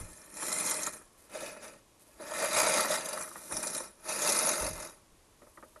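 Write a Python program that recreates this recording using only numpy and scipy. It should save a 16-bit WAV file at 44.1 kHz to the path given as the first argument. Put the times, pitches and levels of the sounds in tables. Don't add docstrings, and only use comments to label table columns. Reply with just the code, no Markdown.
import sys
import numpy as np
from scipy import signal
from scipy.fft import rfft, irfft
from scipy.io import wavfile
from scipy.ndimage import uniform_filter1d

SR = 44100
rng = np.random.default_rng(int(sys.argv[2]) if len(sys.argv) > 2 else 0)


def int16_out(signal):
    q = np.round(np.clip(np.atleast_2d(signal).T, -1, 1) * 32767)
    wavfile.write(sys.argv[1], SR, q.astype(np.int16))


N = 255780
TIME = np.arange(N) / SR
BINS = np.fft.rfftfreq(8192, 1 / SR)

# frequency_hz, gain_db
GARDEN_SPECTRUM = [(12, -36), (20, -7), (44, -5.5), (103, -10), (167, -16), (263, -14), (317, -13),
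                   (812, -19), (1120, -14.5), (1280, -24), (5310, -26.5), (6760, -25.5), (12200, -27),
                   (15900, -73), (22000, -120)]
WIND_SPECTRUM = [(12, -14), (20, -3), (41, -0.5), (65, -8.5), (102, -6.5), (145, -17.5), (170, -5.5),
                 (220, -51), (370, -120)]
# start_s, relative_db
WIND_PUFFS = [(0.0, -46), (3.52, -59), (4.609, -44), (4.695, -45), (5.12, -65)]
# frequency_hz, side_over_mid_db
SIDE_SPECTRUM = [(300, -95), (600, -41.5), (1200, -13.5), (2200, -73), (4000, -23), (5300, -19.5),
                 (7000, -74)]

# start_s, length_s, level_db
GRASS_BRUSHES = [(0.0, 0.41, -66), (1.177, 0.1, -57), (1.991, 0.2, -59.5), (3.253, 0.46, -47.5),
                 (5.413, 0.57, -64)]
# start_s, relative_clack_db, relative_thud_db
HANDLE_KNOCKS = [(0.87, -32.5, -51), (1.011, -51, -63.5), (1.564, -46.5, -45.5), (2.198, -53, -37),
                 (2.664, -27, -41), (2.794, -26, -32), (2.846, -24, -33), (3.355, -34.5, -55),
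                 (3.511, -37, -36), (3.801, -36.5, -39.5), (4.054, -43, -41), (4.621, -34.5, -32),
                 (5.417, -53, -46), (5.467, -53.5, -52), (5.572, -42.5, -47), (5.626, -43.5, -43.5),
                 (5.759, -47.5, -51)]
# start_s, relative_blade_db, relative_jolt_db
TUFT_SNIPS = [(0.368, -33, -41), (0.424, -29, -30), (0.482, -27.5, -32.5), (0.5249, -26, -39),
              (0.6, -27.5, -36), (0.6614, -26, -41), (0.71, -21, -28), (0.832, -25.5, -39.5),
              (0.8644, -25.5, -44), (0.933, -34.5, -55), (2.336, -30.5, -29.5), (2.441, -27, -33),
              (2.545, -26, -33), (2.5782, -24, -39), (2.6934, -20.5, -26), (2.7728, -23.5, -20),
              (2.805, -27, -40), (2.955, -26, -33.5), (3.0564, -30.5, -40), (3.088, -30.5, -48),
              (3.131, -33, -43), (3.209, -32, -34), (3.522, -31, -34), (3.567, -25, -35),
              (3.628, -27, -30.5), (3.67, -25.5, -38), (3.7475, -24.5, -36), (3.777, -28, -35.5),
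              (4.09, -28.5, -40), (4.29, -19, -31), (4.321, -21, -44), (4.362, -26, -38),
              (4.391, -22.5, -35), (4.4884, -20.5, -38)]
# time_s, passes_per_s
REEL_SPEED = [(0, 23), (.3, 23.5), (.6, 48), (.75, 40.5), (1.0, 18), (2.2, 18.7), (2.45, 30.6), (2.6, 65),
              (2.82, 40.7), (3.02, 26.4), (3.3, 17), (3.7, 31), (4.05, 21.6), (4.4, 49), (5, 40)]
# time_s, effort_db
FIRST_PUSH = [(0.0, -43), (0.038, -51.5), (0.306, -54.5), (0.416, -37.5), (0.536, -34), (0.634, -35),
              (0.676, -31.5), (0.854, -38.5), (0.87, -35), (0.922, -50.5), (0.93, -43.5), (1.1, -69)]
PIVOT = [(1.28, -65.5), (1.34, -43.5), (1.484, -43), (1.596, -58), (1.618, -50.5), (1.646, -45),
         (1.776, -61.5), (1.85, -77)]
LONG_PUSH = [(2.17, -66), (2.21, -50), (2.446, -31), (2.496, -37), (2.584, -25), (2.626, -29.5),
             (2.808, -30), (2.878, -36.5), (2.922, -28.5), (3.018, -40.5), (3.224, -40.5), (3.3, -51)]
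DRAW_BACK = [(3.49, -47.5), (3.534, -36.5), (3.624, -40), (3.628, -36), (3.74, -39.5), (3.752, -35.5),
             (3.858, -46.5), (3.95, -67.5)]
LAST_PUSH = [(4.02, -58.5), (4.094, -33.5), (4.158, -35), (4.278, -28.5), (4.45, -31), (4.486, -28.5),
             (4.578, -34.5), (4.668, -35), (4.722, -43.5), (4.84, -41.5), (5.1, -81.5)]

# pitch_hz, base_width_hz, gain_db
RATCHET_MODES = [(1010, 230, -9.5), (1280, 240, -1.5), (1680, 140, -15), (1900, 82, -3)]
HOUSING_MODES = [(213, 62, -9.5), (330, 54, -7), (506, 125, -9), (581, 60, -0.5), (621.4, 17, 5),
                 (898, 58, -6), (1116, 410, -10.5), (1323, 51, -3.5), (1500, 67, -10.5), (1713, 21, -7),
                 (1856, 31, -7.5), (2080, 37, -8), (2394, 37, -7.5), (2490, 38, -11.5), (2837, 11, -14)]
BLADE_MODES = [(3790, 40, -4), (3930, 60, -16), (4790, 39, -0.5), (4930, 54, -2.5), (5640, 130, -12),
               (6640, 280, -4.5), (7590, 160, -5), (8640, 54, -9), (8830, 180, -7), (9860, 230, -4.5),
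               (10120, 70, -2), (10500, 110, -10), (11700, 160, -6)]
# frequency_hz, gain_db
AWAY = [(1530, -18.5), (2600, -4.5), (2790, -38), (3140, -9.5), (3690, -12.5), (4090, -1.5), (4650, -13),
        (5540, -2), (6640, -3), (7270, 3), (8120, -5.5), (8720, 2), (10200, -2), (11000, -7), (12200, -15),
        (15900, -26), (22000, -120)]
PIVOTING = [(1530, -18), (2600, 7.5), (2690, -15), (2850, -2), (3320, -10), (3620, -1), (4140, -6),
            (4810, -2), (5370, -5), (5760, 0), (6950, -2.5), (7910, -6), (10100, -8.5), (11700, -22),
            (12200, -16), (15900, -40), (22000, -120)]
TURNED = [(1530, -20.5), (2600, -7), (2960, -14), (3350, -10), (3880, -2.5), (4360, -8.5), (4810, -2.5),
          (5230, -8), (6600, -2), (7130, -6), (7660, -4), (8330, -9.5), (10000, 5.5), (11700, -2.5),
          (12200, -6), (15900, -13), (22000, -120)]
DRAWN_BACK = [(1530, -74), (2600, -26), (2790, -32), (3140, -21.5), (3860, -7), (4680, -13.5), (5870, -1),
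              (6390, -8), (7560, -4.5), (8220, -11), (8770, -1.5), (9420, -4.5), (9600, 6.5), (10200, 4.5),
              (12200, -11.5), (15900, -30), (22000, -120)]
ACROSS = [(1530, -49), (2600, -5), (3000, -25), (3320, -16.5), (3830, -7), (4280, -9.5), (4780, -7),
          (5230, -7.5), (6350, -3), (7130, -6), (8280, -12), (9920, 4.5), (10900, -5), (11700, -4),
          (12200, -17), (15900, -36), (22000, -120)]
# start_s, colour, boom_db, gears_db, scrape_db, sheen_db, whirr_db
HEADINGS = [(0, AWAY, -5.5, -3, 0, 0, -0.5), (1.15, PIVOTING, 4.5, 1, 1, -3, -2),
            (2.15, TURNED, 3.5, 2, 0, -4.5, 2), (3.2, DRAWN_BACK, -3, -2.5, 0, -1, -15),
            (3.97, ACROSS, -1, -0.5, -0.5, -1, -5.5)]

# firm_push_db, db_per_effort_db
WHEELS, BUMPS, GEARS = (-49.5, 0.7), (-43.7, 1), (-41.5, 0.97)
SCRAPE, SHEEN, PINIONS = (-40, 1.13), (-40, 1), (-51, 1)


def amp(db):
    return 10 ** (np.asarray(db) / 20)


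def unit_rms(x):
    return x / np.sqrt(np.mean(x ** 2) + 1e-20)


def spectrum(points, hz=BINS):
    points_hz, db = np.transpose(points)
    return amp(np.interp(np.log(hz + 1), np.log(points_hz + 1), db))


def ringing(modes, widen):
    powers = (amp(db) ** 2 / (1 + (2 * (BINS - hz) / (width * widen)) ** 2) for hz, width, db in modes)
    return np.sqrt(sum(powers))


def below(edge_hz, order):
    return 1 / np.sqrt(1 + (BINS / edge_hz) ** (2 * order))


def above(edge_hz, order):
    return np.sqrt(1 - below(edge_hz, order) ** 2)


def through(x, gain):
    log_gain = np.log(np.maximum(gain / gain.max(), 1e-5))
    mirrored = np.concatenate([log_gain, log_gain[-2:0:-1]])
    minimum_phase = np.exp(np.conj(signal.hilbert(mirrored)))
    response = np.fft.ifft(minimum_phase).real[:len(BINS)]
    return signal.oaconvolve(x, response / np.linalg.norm(response))[:N]


def wander(rate_hz):
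    hz = np.fft.rfftfreq(N, 1 / SR)
    return unit_rms(irfft(rfft(rng.standard_normal(N)) / (1 + (hz / rate_hz) ** 4), N))


def grains(per_s, spread_db, smooth):
    sizes = amp(spread_db * np.minimum(rng.exponential(1, N), 3)) * rng.choice([-1, 1], N)
    impacts = unit_rms(sizes * (rng.random(N) < per_s / SR))
    return unit_rms(impacts + smooth * rng.standard_normal(N))


def pulses(starts_s, levels_db, length_s, rise_s, order):
    power = np.zeros(N)
    for start, db, length in np.broadcast(starts_s, levels_db, length_s):
        span = slice(max(round(start * SR), 0), round(start * SR) + SR // 2)
        age = np.maximum(TIME[span] - start, 0)
        shape = (1 - np.exp(-age / rise_s)) * np.exp(-(age / max(length, rise_s)) ** order)
        power[span] += (amp(db) * shape / (shape.max() + 1e-12)) ** 2
    return np.sqrt(power)


def garden_air():
    gusts = pulses(*np.transpose(WIND_PUFFS), length_s=0.052, rise_s=0.0044, order=1)
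    wind = amp(5) * gusts * through(rng.standard_normal(N), spectrum(WIND_SPECTRUM))
    hush = amp(-64) * through(rng.standard_normal(N), spectrum(GARDEN_SPECTRUM))
    return wind + hush


def grass_brushing():
    start_s, length_s, level_db = np.transpose(GRASS_BRUSHES)
    contact = pulses(start_s, level_db, length_s, rise_s=0.0016, order=4)
    swish = contact * grains(per_s=1700, spread_db=4.5, smooth=0.4) * amp(2 * wander(30))
    return through(swish, above(8800, order=12) + above(4500, order=2))


def pawl_clicks(start_s, count, first_gap_s=0.032, slowing=0.06, fade_db_per_s=60):
    age = first_gap_s * ((1 + slowing) ** np.arange(count) - 1) / slowing
    return start_s + age, -34.5 - fade_db_per_s * age


def knocks():
    start_s, clack_db, thud_db = np.transpose(HANDLE_KNOCKS)
    all_clacks = np.hstack([(start_s, clack_db), pawl_clicks(start_s=3.172, count=5)])
    clack = pulses(*all_clacks, length_s=0.0098, rise_s=0.00067, order=1) * rng.standard_normal(N)
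    thud = pulses(start_s, thud_db, length_s=0.017, rise_s=0.0014, order=1) * rng.standard_normal(N)
    pawl = ringing(RATCHET_MODES, widen=0.91) * below(1900, order=2) * above(500, order=3)
    deck = ringing(HOUSING_MODES, widen=0.71) * below(470, order=2) * above(237, order=3)
    return amp(-4) * (through(clack, pawl) + through(thud, deck))


def effort(firm_db=-35, rest_db=-72):
    time_s, effort_db = np.vstack([FIRST_PUSH, PIVOT, LONG_PUSH, DRAW_BACK, LAST_PUSH]).T
    return np.interp(TIME, time_s, effort_db, right=rest_db) - firm_db


def heading():
    return np.searchsorted([row[0] for row in HEADINGS[1:]], TIME)


def drives(push_db):
    stepped_db = np.array([row[2:] for row in HEADINGS], float)[heading()]
    facing_db = uniform_filter1d(stepped_db, size=4000, axis=0).T
    parts = zip([WHEELS, BUMPS, GEARS, SCRAPE, SHEEN, PINIONS], [0, *facing_db])
    return [amp(db + slope * push_db + turn_db) for (db, slope), turn_db in parts]


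def reel_speed():
    return np.interp(TIME, *np.transpose(REEL_SPEED))


def pinion_whirr(drive, base_hz=1441, cycles_per_pass=14, width_hz=94):
    phase = 2 * np.pi * np.cumsum(base_hz + cycles_per_pass * reel_speed()) / SR
    return drive * (wander(width_hz) * np.cos(phase) + wander(width_hz) * np.sin(phase))


def housing(wheels, bumps, gears, jolts):
    body = ringing(HOUSING_MODES, widen=1) * below(3460, order=7) * above(134, order=4)
    rolling = wheels * grains(per_s=900, spread_db=2, smooth=0.32)
    bumping = bumps * grains(per_s=700, spread_db=2.6, smooth=0.83) * amp(2.08 * wander(42))
    teeth = np.hypot(gears, amp(-7) * jolts) * grains(per_s=1400, spread_db=2.2, smooth=0.59)
    rumble = through(rolling, body * below(430, order=6))
    boom = through(bumping, body * above(456, order=7) * below(713, order=8))
    clatter = through(teeth, body * above(737, order=8))
    return rumble + boom + clatter


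def snips(push_db, stalk_db=-31.5, scatter_db=2):
    passes = np.cumsum(reel_speed()) / SR
    cuts = np.flatnonzero(np.diff(np.floor(passes)))
    cut_db = stalk_db + push_db[cuts] + scatter_db * rng.standard_normal(N)[:len(cuts)]
    stalks = pulses(TIME[cuts], cut_db, length_s=0.0067, rise_s=0.00033, order=2)
    start_s, blade_db, jolt_db = np.transpose(TUFT_SNIPS)
    tufts, jolts = [pulses(start_s, db, length_s=0.01, rise_s=0.00033, order=2)
                    for db in (blade_db, jolt_db)]
    return np.hypot(stalks, tufts), jolts


def blade_passes(depth, uneven):
    passes = np.cumsum(reel_speed()) / SR
    pressure = 1 + uneven * rng.standard_normal(N)[passes.astype(int)]
    contact = np.exp(depth * pressure * (0.5 - passes % 1))
    return unit_rms(uniform_filter1d(contact, size=40))


def sliding(x, patchy_db):
    bands = signal.stft(x, nperseg=256, noverlap=192)[2]
    drift = uniform_filter1d(rng.standard_normal(bands.shape), size=12, axis=1)
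    patches = unit_rms(uniform_filter1d(drift, size=4, axis=0))
    swell = unit_rms(amp(patchy_db * patches))
    return signal.istft(bands * swell, nperseg=256, noverlap=192)[1][:N]


def reel(scrape, sheen, bites):
    steel = np.hypot(1, amp(10) * ringing(BLADE_MODES, widen=0.37))
    steel /= uniform_filter1d(steel, size=130)
    rub = np.hypot(scrape, amp(-8) * bites) * grains(per_s=4000, spread_db=1, smooth=0.66)
    fizz = np.hypot(sheen, amp(-10.5) * bites) * grains(per_s=3500, spread_db=4.7, smooth=0.99)
    fizz *= amp(1.63 * wander(140))
    facing = heading()
    blades = np.zeros(N)
    for row, (_, colour, *_) in enumerate(HEADINGS):
        crossfade = np.sqrt(abs(uniform_filter1d(1.0 * (facing == row), size=4000)))
        gain = steel * spectrum(colour)
        blades += through(crossfade * rub, gain * below(9350, order=16))
        blades += through(crossfade * fizz, gain * above(9580, order=16))
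    return blades


def slight_width(mid, side_lag_s):
    hz = np.fft.rfftfreq(N, 1 / SR)
    delay = np.exp(-2j * np.pi * hz * side_lag_s)
    side = irfft(rfft(mid) * spectrum(SIDE_SPECTRUM, hz) * delay, N)
    return np.array([mid + side, mid - side])


def scene():
    push_db = effort()
    wheels, bumps, gears, scrape, sheen, pinions = drives(push_db)
    bites, jolts = snips(push_db)
    chop = blade_passes(depth=0.24, uneven=0.42)
    blades = sliding(reel(scrape * chop, sheen * chop, bites), patchy_db=3)
    deck = sliding(housing(wheels, bumps, gears * chop, jolts), patchy_db=1.37)
    mower = blades + deck + pinion_whirr(pinions) + knocks() + grass_brushing()
    return slight_width(mower + garden_air(), side_lag_s=0.016)


def record(dry):
    low_pass = signal.firwin(601, 12200, window=("kaiser", 9), fs=SR)
    return signal.oaconvolve(dry, low_pass[None], "same")


dry = scene()
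out = record(dry)
int16_out(out)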